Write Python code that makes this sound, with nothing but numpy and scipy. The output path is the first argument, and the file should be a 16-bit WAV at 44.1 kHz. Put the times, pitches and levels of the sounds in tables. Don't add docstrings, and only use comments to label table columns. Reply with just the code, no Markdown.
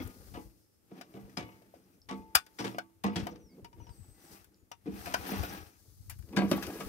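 import sys
import numpy as np
from scipy import signal
from scipy.fft import rfft, irfft
from scipy.io import wavfile

SR = 44100
rng = np.random.default_rng(int(sys.argv[2]) if len(sys.argv) > 2 else 0)


def unload_wav(signal):
    wavfile.write(
        sys.argv[1],
        SR,
        np.round(np.clip(np.atleast_2d(signal).T, -1, 1) * 32767).astype(np.int16),
    )


def volts_from_decibels(level):
    exponent = np.asarray(level, float) / 20
    return 10 ** exponent


N = 303408


def evened(x):
    return x / np.sqrt(np.mean(x ** 2) + 1e-20)


def add(mix, s, sound):
    part = mix[..., round(s * SR):][..., :sound.shape[-1]]
    part += sound[..., :part.shape[-1]]


def noise():
    return rng.standard_normal(N)


def coloured(x, points):
    f, db = np.transpose(points)
    hz = np.fft.rfftfreq(N, 1 / SR)
    gain = volts_from_decibels(np.interp(np.log(hz + 1), np.log(f + 1), db, -90, -90))
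    return irfft(rfft(x) * evened(gain), N)


def bass_cut(x, hz):
    return signal.sosfilt(signal.butter(4, hz, "high", fs=SR, output="sos"), x)


def peak_band(x, hz, sharpness):
    return signal.lfilter(*signal.iirpeak(hz, sharpness, SR), x)


def chance(hz):
    return evened(signal.lfilter(*signal.butter(2, hz, fs=SR), noise()))


def ring(x, modes, damping=1, count=0):
    t = np.arange(SR // 2) / SR
    log_range = np.log([modes[0][0], modes[-1][0]])
    crowd = [(hz, -7, .09) for hz in np.exp(rng.uniform(*log_range, count))]
    h = sum(volts_from_decibels(db - 60 * damping * t / t60) * np.sin(2 * np.pi * hz * t) for hz, db, t60 in modes + crowd)
    return signal.fftconvolve(x, h / np.linalg.norm(h))[:N]


def struck_modes(times, groups, rise, split=0):
    out = np.zeros(N)
    for s, group in zip(times, groups):
        for hz, db, t60 in group:
            t = np.arange(0, t60, 1 / SR)
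            twin = 0.52 * np.sin(2 * np.pi * (hz + split) * t) * (split > 0)
            pair = np.sin(2 * np.pi * hz * t) + twin
            add(out, s, volts_from_decibels(db - 60 * t / t60) * pair * np.minimum(t / rise, 1))
    return out


def bursts(times, dbs, t60s, rise):
    out, t = np.zeros(N), np.arange(SR // 3) / SR
    for s, db, t60 in np.broadcast(times, dbs, t60s):
        add(out, s, volts_from_decibels(db - 60 * t / max(t60, .004)) * np.minimum(t / rise, 1))
    return out


def swells(starts, holds, dbs, up, down):
    t = np.arange(0, N + 64, 64) / SR
    early = np.maximum(starts[:, None] - t, 0)
    late = np.maximum(t - (starts + holds)[:, None], 0)
    power = volts_from_decibels(dbs[:, None] - up * early - down * late) ** 2
    return np.interp(np.arange(N) / SR, t, np.sqrt(power.sum(0)))


RIGHT_LAG = 15
INSIDE_S, INSIDE_LAG = 5.78, 4
BODY_PAN, WALL_PAN, CRACK_PAN, TOP_PAN, WIND_PAN = 0, 4.5, 6, 6.5, 8


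def ports(x, pan_db, same=1, other=0, order=RIGHT_LAG):
    n = np.arange(N)
    late = x[n - np.where(n < INSIDE_S * SR, order, INSIDE_LAG)]
    return np.array([x * volts_from_decibels(pan_db / 2), (same * late + other) * volts_from_decibels(-pan_db / 2)])


def rough(points, envelope, pan_db, same):
    a, b = (coloured(noise(), points) * envelope for _ in range(2))
    same = np.clip(same, 0, 1)
    return ports(a, pan_db, same, np.sqrt(1 - same ** 2) * b)


# (time [s], body level [dB], wall level [dB], crack level [dB], contact t60 [s])
THUDS = [(0.0, -30, -76, -67, 0.047), (0.339, -56, -52, -52.5, 0.21), (0.369, -38, -63, -75, 0.048),
         (0.91, -49.5, -66.5, -79, 0.4), (1.137, -45, -63.5, -68, 0.51), (1.37, -34, -44.5, -36.5, 0.24),
         (2.087, -46, -53, -46, 0.26), (2.106, -37, -51, -53, 0.15), (2.586, -39.5, -46, -41.5, 0.3),
         (2.642, -37.5, -50, -40, 0.34), (3.0371, -29.5, -41, -42.5, 0.28), (3.158, -39.5, -61, -38, 0.36),
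         (4.857, -38, -57.5, -62, 0.28), (5.058, -50, -47, -52.5, 0.58), (5.262, -42, -55, -46, 0.19),
         (5.313, -33, -45, -51, 0.18), (6.327, -38.5, -51.5, -66, 0.12), (6.369, -25, -32.5, -34, 0.17),
         (6.514, -10, -29, -28, 0.056), (6.805, -32, -38, -56, 0.046)]
# (frequency [Hz], level [dB], t60 [s])
BODY = [(197.5, 5.5, 0.36), (260.5, 1.5, 0.29), (302, 4.5, 0.28), (330, -5.5, 0.65), (343, -13.5, 0.25),
        (411, -1.5, 0.13), (447, -9, 0.26)]
# (frequency [Hz], level [dB], t60 [s])
WALL = [(590, -6, 0.087), (727, -5, 0.14), (794, -1, 0.12), (970, -4.5, .12), (1141, 2, 0.21),
        (1267, 5, .12), (1640, 1, .1), (2008, -4.5, 0.17), (2230, -8.5, .12), (2620, -22.5, .12),
        (3064, -17, 0.087), (3360, -6, 0.06)]
# (frequency [Hz], density [dB per Hz])
THUD_CRACK = [(710, -8.5), (1200, -16.5), (1740, -12), (2130, -15), (3530, -16.5), (5640, -22), (8000, -26),
              (10400, -36), (17600, -120)]
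# (frequency [Hz], density [dB per Hz])
THUD_TOP = [(4100, -28), (7000, -28), (10000, 6), (13000, 1), (15700, -23), (15900, -80)]


def thuds():
    s, body_db, wall_db, crack_db, t60 = np.transpose(THUDS)
    edge_db = crack_db - 6.5
    push = rng.standard_normal((2, N)) * volts_from_decibels(3.9 * chance(65.0))
    body = ring(push[0] * bursts(s, body_db + 2, t60, 0.008), BODY, count=8)
    body = bass_cut(body, 165.)
    wall = ring(push[1] * bursts(s, wall_db + 1.5, 1.4 * t60, 0.00097), WALL, damping=1.25, count=40)
    wall = bass_cut(wall, 420.)
    crack_envelope = bursts(s, crack_db - 0.5, 0.63 * t60, 0.00086) * volts_from_decibels(4.0 * chance(120.0))
    crack = rough(THUD_CRACK, crack_envelope, CRACK_PAN, 0.13)
    tick = bursts(s, edge_db - 23.0, 0.017, 0.0003)
    edge = rough(THUD_TOP, tick + bursts(s, edge_db - 11.0, .5 * t60, 0.00058), TOP_PAN, 0.96)
    return ports(body, BODY_PAN, order=8) + ports(wall, WALL_PAN) + crack + edge


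# (frequency [Hz], level [dB], t60 [s])
RIM = [(1450, -4, .03), (2480, 0, .03), (3470, -2, .025), (4980, 3, .022), (5940, -3, .02)]


def clatter():
    s, _, _, crack_db, t60 = np.transpose(THUDS)
    push = noise() * bursts(s, crack_db - 12.5, 0.46 * t60, .002)
    return ports(ring(push, RIM, damping=1.0, count=50), CRACK_PAN)


RING_S = [0, .375, .96, 1.165, 1.372, 2.018, 2.093, 2.352, 2.783, 3.039, 3.27, 5.52, 6.7, 6.622]
# (frequency [Hz], level [dB], t60 [s])
RINGS = [
    [(1425, -55.5, .6), (1230, -61, .6), (897, -58, .52), (2270, -55, .34), (477, -68, .32)],
    [(492, -50, .24), (848, -48.5, .19)],
    [(760, -57, .25)],
    [(790, -55, .35)],
    [(882, -55, .83), (490.6, -51, .6), (2180, -53, .6), (2960, -58, .4)],
    [(5200, -60, .07)],
    [(882, -45.5, 1.0), (1130, -47, .22), (2105, -65, .9), (461, -56, .7)],
    [(8600, -48, .17), (1490, -38, .14)],
    [(885, -55, .38)],
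    [(1070, -42.5, .21), (880, -43, .7)],
    [(491, -43.5, .42)],
    [(1640, -46, .2)],
    [(1650, -52, .3)],
    [(1660, -37, .07)],
]
BOOM_S = [0, 1.14, 1.372, 2.351, 2.6, 2.65, 3.041, 3.16, 4.858, 5.401, 6.368, 6.513]
# (frequency
# [Hz], level [dB], t60 [s])
BOOMS = [
    [(251, -37, 0.32)],
    [(126.8, -53.5, 0.95)],
    [(109, -49, 0.61)],
    [(44, -40, 0.12), (60.2, -41, 0.12), (200, -47, 0.06)],
    [(118, -45, 0.45)],
    [(118.8, -46, 0.47)],
    [(97, -42.5, 0.45), (203, -28.5, 0.61), (290, -39, 0.086), (474, -39, 0.48), (783, -36, 0.097)],
    [(182.3, -29, 0.24)],
    [(299.2, -38.5, 0.45), (216.3, -40, 0.52)],
    [(92.5, -47, 0.087)],
    [(195.5, -23.5, 0.49), (310.4, -31.5, 0.42)],
    [(192.7, -20, 0.066), (315, -24.5, 0.16), (598, -24.5, 0.1), (1125, -22, 0.018)],
]


def rods():
    singing = struck_modes(RING_S, RINGS, 0.0052)
    booming = struck_modes(BOOM_S, BOOMS, 0.0041, split=11.)
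    return ports(singing, WALL_PAN, order=9) + ports(booming, 1.7, order=6)


CLANG_S = [0, .34, 1.011, 1.138, 1.371, 2.1, 2.352, 2.588, 2.644, 2.784, 3.04, 3.159, 3.268, 4.716, 5.06,
           5.141, 5.434, 6.368, 6.514]
CLANG_DB = [-47.5, -65, -63, -57, -38.5, -46, -18, -42.5, -42.5, -36.5, -34.5, -30, -40, -49, -51, -30.5,
            -42, -31.5, -34]
# (frequency [Hz], level [dB], t60 [s])
LIFTED = [
    [(2130, 3, 0.099), (2540, -9, 0.17), (3340, -7, 0.13)],
    [(1470, -11, 5.0), (2250, 1, 0.21), (2455, -7, 0.14), (3881, -7, 0.063), (4996, -6, 0.17)],
    [(2676, -18, 0.12), (3000, 0, 0.089), (3700, -17, 0.056), (4060, -12, 0.9), (5300, -9, 0.33)],
    [(474, 0, 1.3), (690, 0, 5.0), (1071, -9, 2.0), (2260, -7, 0.43), (2649, -18, 0.46)],
    [(860, -13, 0.061), (1136, -17, .2), (2292, -4.5, 0.27), (3359, -31, 0.16),
     (2584, -18, 0.12)] + [(5000, 6, 0.047), (6050, -3, 0.04)],
    [(870, -13, 5.0), (1130, 4, 0.65), (1254, -5, 0.14), (2070, -6, 0.19), (3235, -13, 0.11),
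     (3660, -9, 0.1)],
    [(1240, -13, 0.065), (2430, -11, 0.067), (3470, -4.5, 0.061), (4880, 3.5, 0.04), (6500, -4, 0.034),
     (7332, -22.5, 0.055), (8700, -16, 0.034), (10200, -13.5, 0.048), (11000, -21, 0.04),
     (12840, -9, 0.027)],
    [(814, -3, 0.17), (1415, -1.5, 0.13), (2230, -1.5, 0.12), (4970, -5.5, 0.16), (5640, -6, 5.0)],
    [(895, 5, 3.0), (1680, -5, 0.77), (3180, -12, 5.0), (3150, -8, 0.25)],
]
# (frequency [Hz], level [dB], t60 [s])
RESTING = [
    [(1490, 10.5, 0.027), (2250, -11, 0.072), (3000, -2, 0.03), (4240, -5, 0.021), (5300, -21.5, 0.054)],
    [(826, -11, 0.18), (1080, 2, 0.22), (1970, -7, 0.57), (4250, -22, 0.33), (5010, -16, 0.069)],
    [(775, -5, 0.051), (3020, -15, 5.0), (3310, -12, 5.0), (4500, -9, 0.028)],
    [(924, 2, 0.096), (1211, -11, 2.3), (2180, -9, 0.064), (3030, -4, 0.051)],
    [(920, -15, 0.076), (2960, 2, 0.032), (5790, 4.5, .03)],
    [(925, -11, 5.0), (2520, -3, 0.031), (5030, -23, 0.26)],
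    [(980, 1.5, 0.054), (1506, 7, 0.045), (2380, -3, 0.063), (2900, -5, 0.029), (4250, -7, .025),
     (5180, -7, 0.021)],
    [(1410, 3.5, 0.15), (2440, 2, 0.045), (3280, -17, 0.18), (3770, -8, 0.22)],
    [(676, -2.5, 5.0), (794, -4, 5.0), (1600, -0.5, 5.0), (2100, -12, 0.18), (2190, -4.5, 0.083),
     (3720, -12, 0.13), (4470, -8, 0.16)],
    [(1820, -17, 5.0), (2140, -11, 0.12), (3100, -9, 0.12), (3747, -12, 0.57), (5300, -4, 0.048)],
]


def clangs():
    groups = []
    for blow_db, group in zip(CLANG_DB, LIFTED + RESTING):
        groups.append([(hz, db + blow_db, np.clip(t60, .01, .16)) for hz, db, t60 in group])
    return ports(struck_modes(CLANG_S, groups, 0.0029, split=45.), WALL_PAN)


# (full contact from [s], hold [s], grit level [dB],
# load: shake over grit [dB], speed: hiss over grit [dB])
STROKES = [(0, 0.0057, -51.5, 8.5, -32), (0.012, 0.41, -69, 10, 5.5), (0.39, 0.22, -85.5, 14, 10.5),
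           (0.981, 0.0034, -63, 12.5, -9), (1.113, 0.46, -70, 8, -2.5), (1.63, 0.31, -77.5, 11, -1.5),
           (2.178, 0.0044, -73.5, 24, 3.5), (2.235, 0.34, -75.5, 6.5, -5), (2.613, 0.089, -68, -9, 7),
           (3.2, 0.0068, -52.5, 2, -19.5), (3.258, 0.017, -60, 19.5, -14), (3.563, 0.032, -77, 23.5, 0.5),
           (3.795, 0.047, -71.5, 15.5, -6.5), (3.914, 0.38, -74, 6, 2.5), (4.237, 0.017, -69, 6.5, 3.5),
           (4.329, 0.0036, -58.5, -0.5, 1), (4.423, 0.23, -85, 12, 0), (4.954, 0.036, -59, -3, -6.5),
           (5.006, 0.22, -52, -2.5, -3), (5.281, 0.16, -44.5, -1, -8.5), (5.51, 0.05, -49, 0, -7.5),
           (5.667, 0.017, -68.5, -1.5, 3), (5.79, 0.55, -82.5, 6.5, 14.5), (6.426, 0.017, -52.5, 18.5, -9),
           (6.55, 0.015, -45.5, 8, -10.5), (6.63, .3, -52.5, 9.5, -2)]
PRESS_DB_PER_S, LIFT_DB_PER_S = 166, 136
# (frequency [Hz], density [dB per Hz])
GRIT = [(260, -5), (450, -7), (571, -14.5), (817, -1.5), (971, -13.5), (1210, -9.5), (1840, -11),
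        (2390, -14), (6000, -22.5), (7800, -62.5), (13200, -120)]
# (frequency [Hz], density [dB per Hz])
HISS = [(2650, -19.5), (4500, -3), (6280, -4.5), (7590, -4.5), (11200, -4), (12500, -2.5), (15700, -5),
        (15900, -60.5)]


def strokes(over_grit_db):
    s, hold, grit_db = np.transpose(STROKES)[:3]
    return swells(s, hold, grit_db + over_grit_db, PRESS_DB_PER_S, LIFT_DB_PER_S)


def slide():
    load_db, speed_db = np.transpose(STROKES)[3:]
    grit, load, hiss = strokes(0), strokes(load_db), strokes(speed_db)
    grains = volts_from_decibels(3.0 * np.minimum(rng.exponential(1, N), 4)) * (rng.random(N) < 1500 / SR)
    slips = evened(signal.lfilter([1], [1, -.985], grains))
    slips = evened(1.05 + slips) * volts_from_decibels(1.5 * chance(20.))
    shake = volts_from_decibels(2.7 * chance(21.0)) * rng.standard_normal((2, N))
    body = bass_cut(ring(shake[0] * load, BODY, damping=3.0, count=8), 160.0)
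    wall = ring(0.15 * shake[1] * grit, WALL, damping=5.1, count=20)
    tray = ports(body, BODY_PAN, order=8) + ports(wall, WALL_PAN)
    coarse = rough(GRIT, grit * slips, WALL_PAN, 0.054)
    fine = rough(HISS, hiss * slips ** 0.33, CRACK_PAN, 0.1)
    return tray + coarse + fine


def chatter():
    grit = strokes(-12.0)
    out = np.zeros(N)
    for k in range(3):
        push = noise() * grit * volts_from_decibels(4.2 * np.minimum(chance(33.0), 1.8))
        out += ring(push, WALL[k::3], damping=1.9, count=4)
    return ports(out, WALL_PAN)


RUB_HZ = [2498, 5600, 12400, 14300]


def rub():
    flares = [evened(peak_band(noise(), hz, 6.)) * volts_from_decibels(7.1 * np.minimum(chance(18.), 2)) for hz in RUB_HZ]
    return ports(strokes(-17.5) * sum(flares), CRACK_PAN)


# (full from [s], hold [s], level [dB])
GUSTS = [(0, 0.07, -45.5), (0.208, 0.16, -56.5), (0.458, 0.0064, -52), (1.234, 0.013, -53.5),
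         (1.42, 0.046, -57), (2.114, 0.1, -61), (2.616, 0.13, -65), (3.18, 0.073, -47.5),
         (3.297, 0.15, -62), (3.653, 0.018, -49), (3.769, 0.019, -48.5), (3.921, 0.016, -48.5),
         (3.972, 0.011, -51.5), (4.073, 0.012, -56), (4.322, 0.018, -68), (4.624, 0.023, -64.5),
         (4.877, 0.39, -53.5), (5.404, 0.012, -36.5), (5.506, 0.13, -56), (5.782, 0.017, -64.5),
         (5.891, 0.2, -60.5), (6.075, 0.14, -50.5), (6.367, 0.34, -51), (6.87, .02, -38.5)]
# (frequency [Hz], density [dB per Hz])
WIND = [(12, -46), (20, -7), (43, -4.5), (91, -3), (137, -11.5), (162, -40.5), (200, -15.5), (260, -55.5),
        (440, -120)]


def wind():
    strength = swells(*np.transpose(GUSTS), 301, 222) + volts_from_decibels(-77)
    lumps = [evened(coloured(noise(), WIND)) * volts_from_decibels(6.7 * np.minimum(chance(16.0), 1.3)) for _ in range(2)]
    lumps = np.array(lumps)
    return strength * (lumps + 0.44 * lumps[0]) * volts_from_decibels(np.array([[0], [-WIND_PAN]]))


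# (frequency [Hz], density [dB per Hz])
AIR = [(59, -31), (100, -4.5), (170, -15), (337, -10), (757, -26), (898, -21.5), (957, -31.5), (1140, -26),
       (3910, -32.5), (5270, -31), (7410, -29), (14300, -27.5), (15700, -31.5), (15900, -79)]
AIR_DB = -72


def quiet_air():
    return rough(AIR, volts_from_decibels(AIR_DB + 1.0 * chance(4.3)), 1.2, 0.049)


# (time [s], crack level [dB], knock level [dB], knock frequency [Hz], t60 [s])
KNOCKS = [(1.0106, -36, -37, 690, 0.046), (1.295, -54, -52, 1900, 0.057),
          (1.6194, -54.5, -47.5, 620, 0.034), (1.7394, -63, -37.5, 624, 0.27),
          (2.783, -26.5, -21.5, 663, 0.029), (3.268, -29.5, -22.5, 715, 0.028),
          (4.7148, -34, -32, 790, 0.037), (5.058, -35.5, -31, 1600, 0.05),
          (5.139, -15.5, -27.5, 660, 0.025), (5.1435, -19, -19.5, 630, 0.018),
          (5.434, -28, -27, 720, 0.019), (6.579, -39, -26, 770, .03), (6.703, -46, -31, 760, 0.044),
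          (6.8, -38.5, -33, 646, 0.12)]
# (time [s], crack level [dB], sharp edge level [dB], t60 [s])
TICKS = [(0.033, -80, -55, 0.019), (0.0747, -60, -37.5, 0.017), (0.31, -80, -72, .015),
         (2.3478, -25, -40, 0.023), (2.357, -21, -19, 0.021), (2.587, -44, -59, 0.019),
         (3.357, -41.5, -67, 0.019), (2.3507, -6, -13, 0.036), (2.463, -44.5, -55.5, 0.041),
         (3.0385, -55, -37, 0.029), (3.644, -42, -57, 0.048), (4.442, -52.5, -56, 0.045),
         (5.1225, -30, -59, 0.019), (5.264, -37, -52, .03), (5.3076, -38, -50, 0.016),
         (6.0955, -39.5, -42.5, 0.11), (6.223, -53.5, -73, 0.036), (6.286, -55.5, -69, 0.061),
         (5.058, -50, -52, .08), (6.1867, -57.5, -56.5, 0.06), (6.363, -22.5, -42.5, 0.039),
         (6.5114, -33, -42, 0.11), (6.624, -32.5, -47.5, 0.12), (6.666, -30, -39, 0.026)]
# (frequency [Hz], density [dB per Hz])
CRACK = [(350, -48.5), (650, -7.5), (1400, -4.5), (2510, -7.5), (3550, -11), (4130, -15.5), (4970, -9.5),
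         (8000, -19.5), (10400, -29.5), (17600, -120)]
# (frequency [Hz], density [dB per Hz])
TOP = [(4120, -31), (7000, -3.5), (8470, -5), (9460, -2.5), (13700, -1), (15900, -6), (16500, -23.5),
       (16700, -79.5)]


def clinks():
    rise = .003
    knocks = [(*row, row[1] - 14.5) for row in KNOCKS]
    ticks = [(s, db, db - 25, 1200, t60, edge_db) for s, db, edge_db, t60 in TICKS]
    s, crack_db, knock_db, knock_hz, t60, edge_db = np.transpose(knocks + ticks)
    envelope = bursts(s, crack_db - 6.0, t60, rise)
    rim = ring(noise() * envelope, RIM, damping=1.6, count=30)
    edge = rough(TOP, bursts(s, edge_db + 3.5, 0.65 * t60, rise), TOP_PAN, 0.4)
    knock, t = np.zeros(N), np.arange(4000) / SR
    for at, db, hz in zip(s, knock_db, knock_hz):
        add(knock, at, volts_from_decibels(db - 60 * t / 0.016) * np.sin(2 * np.pi * hz * t) * np.minimum(t / 0.001, 1))
    crack = rough(CRACK, envelope, CRACK_PAN, 0.32)
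    return crack + volts_from_decibels(-6.5) * ports(rim, CRACK_PAN) + edge + ports(knock, WALL_PAN)


# (time [s], hold [s], frequency [Hz], level [dB])
INSECTS = [
    (0.151, 1.2, 5230, -84.5),
    (5.75, 0.3, 6300, -77.5),
]


def insects():
    out = np.zeros((2, N))
    for s, hold, hz, db in INSECTS:
        band = evened(peak_band(rng.standard_normal((2, N)), hz, 14.))
        swell = swells(np.array([s]), np.array([hold]), np.array([db]), 40., 40.)
        out += band * swell * volts_from_decibels(3.0 * chance(3.9))
    return out


# (time [s], level [dB])
CHIPS = [
    (2.016, -54),
    (4.543, -60),
]
# (time [s], length [s], first frequency [Hz], last frequency [Hz], level [dB])
NOTES = [
    (2.7, .08, 5950, 4600, -71),
    (3.075, .08, 5750, 4500, -72),
    (3.49, .07, 2150, 2200, -78),
    (3.89, .06, 8150, 8380, -71),
    (3.94, .135, 8200, 7930, -68),
    (4.075, .085, 8280, 8100, -68),
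    (4.155, .065, 8200, 8600, -75),
    (4.23, .08, 8170, 7880, -71),
    (4.14, .12, 2020, 1960, -78),
    (4.53, .115, 7150, 6700, -84),
]
# (time [s], level [dB])
FALLS = [
    (3.38, -73),
    (3.785, -71),
    (4.18, -75),
]
# (time [s], frequency [Hz], level [dB])
FALL = [
    (0, 6600, -12),
    (.03, 5950, 0),
    (.085, 5600, 0),
    (.14, 4620, -3),
    (.175, 4500, -10),
]


def birds():
    out = np.zeros(N)
    whistles = [np.add(FALL, [s, 0, db]) for s, db in FALLS]
    for s, span, a, b, db in NOTES:
        whistles.append([(s, a, db - 2), (s + span / 2, (a + b) / 2, db), (s + span, b, db - 2)])
    for rows in whistles:
        s, hz, db = np.transpose(rows)
        t = np.arange(s[0], s[-1], 1 / SR)
        waver = chance(60.)[:len(t)]
        pitch = np.interp(t, s, hz) * (1 + 0.0042 * waver)
        tone = np.sin(2 * np.pi * np.cumsum(pitch) / SR)
        level = volts_from_decibels(np.interp(t, s, db) + 2.2 + 2.0 * waver)
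        add(out, s[0], level * tone * signal.windows.tukey(len(t), .15))
    t = np.arange(180) / SR
    for s, db in CHIPS:
        add(out, s, volts_from_decibels(db) * signal.chirp(t, 6600., 0.74 * t[-1], 4400.) * np.hanning(len(t)))
    echo = sum(np.roll(out, lag) for lag in (410, 730, 1190, 1710))
    return np.array([out + .2 * echo, out + .2 * np.roll(echo, 90)])


# (time [s], ring level [dB], tick level [dB])
RATTLE = [
    (3.647, -50.5, -58),
    (3.729, -61, -58),
    (3.801, -57.5, -85),
    (3.868, -57.5, -58),
    (3.892, -57.5, -56),
    (4.718, -55, -60),
]
# (frequency [Hz], level [dB], t60 [s])
HANDLE = [(931, -0.5, 0.057), (932, 4, 0.11), (1240, -14, 0.037), (2930, 1.5, 0.049), (5790, -2, 0.039)]


def handle():
    s, ring_db, tick_db = np.transpose(RATTLE)
    push = (1 + abs(noise())) * bursts(s, ring_db + 8.5, .002, .0001)
    tick = rough(CRACK, bursts(s, tick_db - 2.0, 0.045, 0.00074), WALL_PAN, 0.35)
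    return ports(ring(push, HANDLE), WALL_PAN) + tick


def cabinet(x):
    t = np.arange(SR // 4) / SR
    sparse = rng.choice([-1., 1.], (2, len(t))) * (rng.random((2, len(t))) < .05)
    taps = sparse * volts_from_decibels(-60 * t / 0.096) * (t > .003)
    dull = signal.lfilter(*signal.butter(1, 4500., fs=SR), x)
    return signal.fftconvolve(dull, taps / np.linalg.norm(taps[0]), axes=1)[:, :N]


def scene():
    hits = thuds() + clinks() + handle() + rods() + clangs()
    sliding = slide() + chatter() + rub()
    outdoors = wind() + birds() + quiet_air() + insects()
    return hits + volts_from_decibels(-5.5) * cabinet(hits) + clatter() + sliding + outdoors


def low_pass(x):
    return signal.sosfilt(signal.butter(12, 16650, fs=SR, output="sos"), x)


def record(dry):
    resonant = dry + 0.1 * peak_band(dry, 5050., 9.)
    heard = signal.sosfilt(signal.ellip(10, .5, 80, 16600, fs=SR, output="sos"), resonant)
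    heard = heard - 0.25 * peak_band(heard, 7450., 12.)
    heard = bass_cut(heard, 49.0)
    return low_pass(heard)


dry = scene()
out = record(dry)
unload_wav(out)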